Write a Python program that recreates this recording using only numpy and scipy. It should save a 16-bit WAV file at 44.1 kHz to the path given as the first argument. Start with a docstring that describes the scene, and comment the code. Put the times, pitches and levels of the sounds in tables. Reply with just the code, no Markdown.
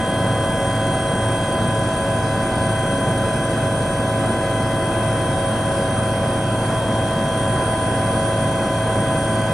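"""Helicopter cabin in level flight

A close pair of microphones inside the cabin. Rotor, drive shaft and gears turn off one governed speed
and sing steady lines over the roar of air and structure. The turbine's compressor whines near 9 kHz
at its own speed, blurred by turbulent air, and its shaft adds a throbbing hum."""
import sys
import numpy as np
from scipy import signal
from scipy.io import wavfile
from scipy.ndimage import uniform_filter1d

SR = 44100
rng = np.random.default_rng(int(sys.argv[2]) if len(sys.argv) > 2 else 0)


def materialize(psi):
    """Save the field psi as 16-bit PCM at rate SR to the path in sys.argv[1].

    A 1-D psi becomes a single channel; in a 2-D psi each row is a channel.
    """
    bounded = np.clip(np.atleast_2d(psi).T, -1, 1)
    quanta = np.round(bounded * 32767).astype(np.int16)
    wavfile.write(sys.argv[1], SR, quanta)


N = 420273

# the compressor's blade tone at the microphones:
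# (time [s], pitch [Hz], level [dB rms], left minus right [dB], left leads [rad])
COMPRESSOR_TONE = [(0.0, 8775, -45, 1, -2.8), (0.6, 8766, -41, 1, -4.3), (1.3, 8769, -45.5, -1, -5.2),
                   (1.95, 8786, -39.5, 5, -2.8), (2.3, 8786, -41.5, 2, -2.6), (2.6, 8786, -43, 3, -1.7),
                   (2.85, 8790, -38, 2, -2.8), (3.15, 8788, -39, 7, -2.7), (3.45, 8777, -42.5, 4, -1.7),
                   (3.65, 8769, -39, -4, -3.9), (4.0, 8770, -39.5, -1, -4.4), (4.6, 8781, -43, 5, -3.5),
                   (5.0, 8790, -35.5, 3.5, -3.2), (5.5, 8792, -35, -.5, -3), (5.8, 8793, -35, -1.5, -2.8),
                   (6.25, 8804, -38.5, 0, -2.8), (6.6, 8834, -41.5, 0, -2.6), (6.9, 8851, -40, 0, -2.8),
                   (7.26, 8843, -38.5, -7, -3.9), (7.6, 8826, -33.5, -5, -3.9),
                   (7.9, 8817, -33.5, -2, -3.7), (8.25, 8819, -32, -2.4, -3.4), (8.6, 8831, -38, -3, -3.4),
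                   (8.9, 8839, -38.5, -5.5, -4.2), (9.25, 8838, -35.5, -1.5, -4.8),
                   (9.53, 8834, -43, -4, -4.4)]
DRONE_PAN_DB = -.4  # rotor and roar, left minus right


def gearbox(clock, sag, waver_db=.3):
    """The loud shaft and gear tones, locked to the drive speed, each swelling and dipping a little."""
    # (pitch [Hz], level midway [dB rms], slope [dB/s], change at full sag [dB],
    #  left minus right [dB], left lags [rad])
    tones = [(552.6, -32.1, -.05, 1.2, .9, 0), (650.66, -29.1, .3, -1, .7, -.1),
             (773.64, -34.8, 0, -2, -.6, 0), (1008.7, -31, .1, -2.6, -1, 0),
             (1513.1, -39.6, 0, -3.6, -1.5, -.1), (1547.3, -37.5, .1, -2.5, 0, 0),
             (1657.2, -39.6, -.35, -2.5, 1.5, -.1), (2017.4, -43.5, -.1, -8.5, 2.4, -.3),
             (2521.8, -55.3, -.1, -2.5, 1.6, 0), (2636.5, -57, -.75, 0, -1.5, .1),
             (3314.5, -52.5, .2, -7, 2.4, .1), (5960.2, -58.8, .2, -1, -.7, .3)]
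    # brief swells and dips of single tones: (pitch [Hz], time [s], half length [s], lift [dB])
    swells = [(5960.2, 2.85, .5, 5.5), (1008.7, 7.6, .45, 2.5), (1008.7, 3.7, .5, -1.2),
              (1657.2, 6.55, .4, -3.5), (1657.2, 7.7, .35, 2.5), (1657.2, 5.6, .5, 1.5),
              (2017.4, 1.8, .25, -3), (2017.4, 3.8, .15, -4), (2017.4, 4.6, .35, 3), (2017.4, 6.8, .4, -3),
              (1547.3, 2.8, .4, 2), (1547.3, 5.5, .3, -1.5), (1547.3, 9.4, .3, 1.8), (1513.1, 2.8, .4, 1.5),
              (1513.1, 9.4, .3, 2), (552.6, 7.8, .35, -2.5), (773.64, 1.3, .35, 1.5),
              (773.64, 2.7, .35, 1.8), (773.64, 3.8, .7, -1.2), (773.64, 7.9, .5, 1.5),
              (3314.5, 3.4, .3, 3), (3314.5, 4.1, .3, 3)]
    out = np.zeros((2, N))
    for hz, mid_db, slope, sag_db, pan_db, lag in tones:
        db = mid_db + slope * (clock - N / SR / 2) + sag_db * sag + waver_db * wander(1.19)
        db += sum(lift_db * bell(clock, s, half) for at_hz, s, half, lift_db in swells if at_hz == hz)
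        out += panned_tone(hz * clock + rng.random(), db, pan_db, -lag)
    return out


def main_gear(clock, whine_hz=3205.1):
    """The whine of the main gear, moving between the microphones."""
    # (time [s], left level [dB rms], right level [dB rms], left leads [rad])
    whine = [(0.0, -34.5, -36.5, -1.3), (1.6, -34.5, -37, -1.45), (2.25, -37, -44, -2.5),
             (2.6, -37, -39.5, -2.8), (2.85, -34.5, -39.5, -1.85), (3.5, -38, -40, -2.4),
             (4.35, -38, -40, -2.9), (4.55, -35.5, -45, -2.3), (5.0, -36, -44, -2.0),
             (5.5, -35.5, -45, -2.0), (5.9, -37, -41.5, -1.9), (6.6, -37, -39, -2.0),
             (7.3, -33.5, -46.5, -1.4), (8.0, -36, -44, -2.7), (8.6, -35.5, -43.5, -2.1),
             (9.53, -36.5, -38.5, -2.1)]
    return tone(whine_hz * clock, *columns(whine))


def rotor_beats(clock, in_step_s=.3108):
    """Two blade harmonics beat twice a second with shaft tones just above them."""
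    # (pitch [Hz], level midway [dB rms], slope [dB/s])
    beating_tones = [(108.43, -37, -.6), (110.52, -28.5, 0), (130.12, -45, -.9), (132.2, -40.5, 0)]
    out = np.zeros((2, N))
    for hz, mid_db, slope in beating_tones:
        db = mid_db + slope * (clock - N / SR / 2)
        out += panned_tone(hz * (clock - in_step_s), db, DRONE_PAN_DB)
    return out


def rotor_thump(clock, blade_hz=10.843, pass_s=.083, smear_turns=.05):
    """Harmonics of 10.84 Hz nearly in step: the even ones make one thump per blade pass, the odd ones belong to
    the tail rotor, all smeared by the cabin."""
    # (multiple of 10.84 Hz, half the blade-pass rate, level [dB rms])
    harmonics = [(2, -56), (3, -55), (4, -40), (5, -52), (7, -47), (8, -37), (9, -54), (11, -56), (13, -40),
                 (14, -45), (15, -46), (16, -42), (17, -46), (18, -43), (19, -52), (20, -39), (22, -42),
                 (24, -44), (25, -49), (26, -48), (28, -47), (30, -50)]
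    # phase shifts of even harmonics near 122 and 190 Hz that shape the thump:
    # (centre [Hz], half width [Hz], phase [turns])
    phase_bends = [(122, 38, .72), (190, 30, -.28)]
    out = np.zeros((2, N))
    for k, db in harmonics:
        drift_db = db + .58 * wander(1.44)
        turns = k * blade_hz * (clock - pass_s) - .2  # the offset makes the thump a drop in pressure
        turns += smear_turns * rng.standard_normal()
        if k % 2:
            turns += .7 - .04 * k  # odd harmonics come turned and a little late
        else:
            turns += sum(turn * bell(k * blade_hz, hz, width) for hz, width, turn in phase_bends)
        out += panned_tone(turns, drift_db, DRONE_PAN_DB)
    return out


def faint_machinery(clock, shaft_hz=55.26, waver_db_per_decade=.8):
    """Quieter lines of the drive shaft, pumps, fans and gears, drifting slowly in level."""
    # (multiple of the shaft rate, level [dB rms], left minus right [dB], left lags [rad])
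    shaft = [(4, -47, -0.4, 0.0), (5, -37, -0.7, -0.1), (6, -45, -0.5, 0.0), (12, -46, -0.1, 0.0),
             (18, -51, -0.9, -0.1), (20, -52, -0.4, -0.1), (26, -56, -0.0, 0.2), (42, -59, 6.4, 0.1),
             (56, -56, 4.8, -1.0), (64, -68, 0, -0.3), (62, -67, -2.5, -0.1), (70, -68, -1.3, -0.6),
             (84, -64, -4.7, -0.5), (90, -69, 0, -0.3), (112, -69, -2.5, -0.5), (116, -70, 0, -0.3)]
    # slower shafts, pumps and fans, and a sideband of the shaft tone near 121 Hz: (pitch [Hz], level [dB rms],
    # left minus right [dB])
    hums = [(55.62, -49, -0.1), (121.36, -45, -0.4), (139.35, -39, -0.4), (278.1, -44, -0.6),
            (301.3, -43, -1.9), (333.7, -42, -0.1), (346.0, -49, -0.3), (368.6, -47, -0.3),
            (374.1, -46, -0.2), (445.0, -47, -0.1), (472.9, -46, -0.2), (504.4, -46, -0.5),
            (602.6, -42, -0.4)]
    # (pitch [Hz], level [dB rms], left minus right [dB], left lags [rad])
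    gears = [(1013.3, -51, 0.4, -0.1), (1234.4, -53, 0.6, 0.3), (1301.3, -56, -2.1, 0.0),
             (1358.4, -56, 0.8, 0.0), (1581.9, -48, -0.7, -0.1), (1825.8, -56, 0.7, -0.1),
             (1828.3, -56, -5.1, -0.1), (1883.9, -57, -0.9, -0.6), (1939.2, -61, 1.1, 0.2),
             (1942.0, -56, 0.4, 0.1), (1999.9, -58, 0.0, 0.3), (2009.1, -53, 0.1, 0.3),
             (2618.5, -58, 3.3, 0.1), (2739.8, -62, -1.6, 0.4), (3026.2, -63, -1.9, 0.3),
             (3065.8, -66, 3.5, -0.3), (3272.0, -65, 0.5, -0.2), (5414, -72, 0, -0.3), (5482, -72, 0, -0.3),
             (5826.3, -65, -1.5, -0.8), (6028.5, -68, -0.5, -0.5), (6094.1, -68, -0.2, -0.5)]
    lines = [(k * shaft_hz, *rest) for k, *rest in shaft] + [(*row, 0) for row in hums] + gears
    out = np.zeros((2, N))
    for hz, db, pan_db, lag in lines:
        waver_db = waver_db_per_decade * np.log10(hz / 20)  # short waves feel every shift of the cabin
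        drift_db = db + waver_db * wander(1.185)
        out += panned_tone(hz * clock + rng.random(), drift_db, pan_db, -lag)
    return out


def compressor_whine(flutter_db=1.0):
    """The thin tone of the compressor blades, fluttering separately in each microphone."""
    hz, db, pan_db, lead = columns(COMPRESSOR_TONE)
    left_db = db + pan_db / 2 + flutter_db * wander(25)
    right_db = db - pan_db / 2 + flutter_db * wander(25)
    return tone(np.cumsum(hz) / SR, left_db, right_db, lead)


def compressor_haze(blade_hz, ripple_db=1.5, core_hz=150):
    """Turbulence spreads the blade tone into gliding noise, partly opposite in the two microphones."""
    # nested bands: (offset from the tone [Hz], width [Hz], share [dB])
    bands = [(-35, 173, -30.5), (5, 670, -34), (-220, 80, -54), (290, 140, -46), (-430, 140, -50),
             (0, 1400, -46)]
    # (time [s], base left-right likeness [-1 to 1], left minus right [dB], level [dB])
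    at_microphones = [(0, -0.59, -1, -33), (1.25, -0.29, -1.5, -32.5), (1.7, -0.54, -1, -31.5),
                      (2.25, -0.56, -1, -34.5), (2.85, -0.45, 1.9, -32), (3.2, -0.51, 1, -33),
                      (4.5, -0.57, 0.5, -33.5), (5.2, -0.7, 1, -32.5), (6.5, -0.68, -2, -33),
                      (7.7, -0.59, -1, -34), (9.53, -0.53, -2.5, -35)]
    base_likeness, pan_db, db = columns(at_microphones)
    f, centre = np.fft.rfftfreq(2048, 1 / SR)[:, None], per_frame(blade_hz)
    power = sum(gain_of(2 * share_db) * 4 / (np.pi * width)
                / (1 + (2 * (f - centre - offset) / width) ** 2) ** 2
                for offset, width, share_db in bands)
    standing_waves = mottle(power.shape, bins=4, frames=120, mode="wrap")
    power *= gain_of(2 * ripple_db * standing_waves)
    magnitude = np.sqrt(power / power.sum(0) / f[1])  # unit power in every frame
    likeness = per_frame(base_likeness) - .065 + .285 * bell(f, centre, core_hz)
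    haze = noise(magnitude, likeness, turn_rad=.38)
    return gain_of(db + np.array([pan_db, -pan_db]) / 2 + .7 * wander(9)) * haze


def compressor_shaft(blade_hz, blades=16, throb_s=1.24, peak_s=.72, depth=.75):
    """The shaft hums at one cycle a turn, throbs, and beats with the gearbox tone beside it."""
    t = np.arange(N) / SR
    db = -41.5 - .3 * (t - N / SR / 2)  # a slow fade
    throb = 1 + depth * np.cos(2 * np.pi * (t - peak_s) / throb_s)
    return throb * tone(np.cumsum(blade_hz) / SR / blades + rng.random(), db, db)


def roar(patchy_db=1.7, ripple_db=1.7, buffet_db=1.2):
    """Wide roar of air and structure, with bands of hiss around the gear tones and hollows between."""
    # (frequency [Hz], density [dB per Hz])
    spectrum = [(20, -63), (40, -77), (70, -52), (140, -45), (250, -48.5), (500, -53), (900, -57),
                (1400, -62), (2200, -71.5), (3000, -76), (4500, -78), (7000, -79), (10500, -80),
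                (12500, -89), (14500, -100)]
    # (centre [Hz], width [Hz], lift or dip [dB])
    humps_and_dips = [(115.5, 32, -4), (283.5, 48, -10.5), (413, 74, -4), (674, 480, 2.), (841, 69, -4.5),
                      (1680, 200, 2), (1755, 120, -4.5), (2550, 270, 5), (3203, 230, 7.5), (3900, 1050, 2.),
                      (5340, 150, -3), (5635, 190, 2.5), (10800, 200, -15)]
    # (frequency [Hz], left-right likeness [-1 to 1])
    likeness = [(50, .988), (100, .98), (160, .993), (500, .986), (800, .945), (1300, .9), (1800, .8),
                (2300, .76), (2900, .65), (6000, .58), (7500, .35), (9000, -.2), (11500, -.05)]
    f, frames = np.fft.rfftfreq(2048, 1 / SR), N // 512 + 5
    shape_db = read(spectrum, f) + sum(db * bell(f, hz, width / 2) for hz, width, db in humps_and_dips)
    treble = np.clip(np.log10(f / 600 + 1), 0, 1)[:, None]  # short waves are broken up most
    patches = mottle((len(f), frames), bins=16, frames=8)
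    standing_waves = mottle((len(f), frames), bins=3, frames=300, mode="wrap")
    gusts = wander(8)[np.minimum(np.arange(frames) * 512, N - 1)]
    field_db = shape_db[:, None] + treble * (patchy_db * patches + ripple_db * standing_waves)
    field_db += (1 - treble) ** 2 * buffet_db * gusts
    out = noise(gain_of(field_db), read(likeness, f)[:, None], turn_rad=-.11 * treble)
    return gain_of(np.array([[DRONE_PAN_DB], [-DRONE_PAN_DB]]) / 2) * out


def gain_of(db):
    """Decibels to an amplitude factor."""
    return 10 ** (np.asarray(db) / 20)


def bell(x, centre, half_width):
    """A Gaussian bump of height one."""
    return np.exp(-((x - centre) / half_width) ** 2)


def read(points, hz):
    """A spectrum table interpolated on a log-frequency axis."""
    f, value = np.transpose(points)
    return np.interp(np.log(hz + 1), np.log(f + 1), value)


def columns(rows):
    """Every value column of a time table at each sample."""
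    times, *values = np.transpose(rows)
    return [np.interp(np.arange(N) / SR, times, value) for value in values]


def per_frame(curve):
    """One value for each noise frame, held at the end."""
    return np.append(curve[::512], [curve[-1]] * 4)


def wander(rate_hz):
    """Random drift of unit size, no faster than rate_hz."""
    t = np.arange(0, N + 512, 512) / SR
    f = np.geomspace(rate_hz / 10, rate_hz, 8)[:, None]
    drift = np.sin(2 * np.pi * (f * t + rng.random((8, 1)))).sum(0) / 2
    return np.interp(np.arange(N) / SR, t, drift)


def mottle(shape, bins, frames, mode="reflect"):
    """A random pattern of unit size, smoothed over frequency and time."""
    pattern = uniform_filter1d(rng.standard_normal(shape), bins, axis=0)
    pattern = uniform_filter1d(pattern, frames, axis=1, mode=mode)
    return pattern / pattern.std()


def tone(turns, left_db, right_db, lead=0):
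    """One sine in both microphones, the left ahead by lead radians."""
    phase = 2 * np.pi * turns
    left, right = gain_of(left_db) * np.sin(phase + lead), gain_of(right_db) * np.sin(phase)
    return np.sqrt(2) * np.array([left, right])


def panned_tone(turns, db, pan_db, lead=0):
    """A sine that is pan_db louder on the left than on the right."""
    return tone(turns, db + pan_db / 2, db - pan_db / 2, lead)


def noise(magnitude, likeness, turn_rad):
    """Stereo noise from magnitudes (bins x frames), the shared part turned in phase on the right."""
    a, b, c, d = rng.standard_normal((4,) + magnitude.shape)
    likeness = np.clip(likeness, -1, 1)
    left = a + 1j * b
    right = likeness * np.exp(1j * turn_rad) * left + np.sqrt(1 - likeness ** 2) * (c + 1j * d)
    _, out = signal.istft(np.array([left, right]) * magnitude, nperseg=2048, noverlap=1536)
    return np.sqrt(3 * SR / 2048) / 2 * out[:, :N]  # a magnitude of one gives unit power per Hz


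def scene():
    """Drivetrain, compressor and roar as they reach the pair in the cabin."""
    # the governed drive: (time [s], speed [share of nominal], sag in level of the loud tones [0-1])
    drive = [(0.0, 1.00054, 0), (1.5, 0.99985, .1), (2.0, 0.9999, .3), (2.5, 1.0, .1), (3.0, 1.00017, .2),
             (4.0, 0.99955, .5), (4.5, 0.99955, .2), (5.0, 0.99979, .3), (5.5, 0.99976, .8),
             (6.0, 0.99904, .85), (6.5, 0.99898, 1), (7.0, 0.9999, .95), (7.5, 0.99993, .6),
             (8.0, 0.99906, .45), (8.5, 0.99912, .3), (9.53, 0.99976, .1)]
    speed, sag = columns(drive)
    clock = np.cumsum(speed) / SR  # time as the drive counts it
    drivetrain = gearbox(clock, sag) + main_gear(clock)
    drivetrain += rotor_beats(clock) + rotor_thump(clock) + faint_machinery(clock)
    blade_hz = columns(COMPRESSOR_TONE)[0]
    compressor = compressor_whine() + compressor_haze(blade_hz) + compressor_shaft(blade_hz)
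    return drivetrain + compressor + roar()


def record(dry):
    """The recorder's band limit, a steep cut near 15 kHz."""
    lowpass = signal.firwin(2047, 14970, window=("kaiser", 9), fs=SR)
    return signal.oaconvolve(dry, lowpass[None], "same")


dry = scene()
out = record(dry)
materialize(out)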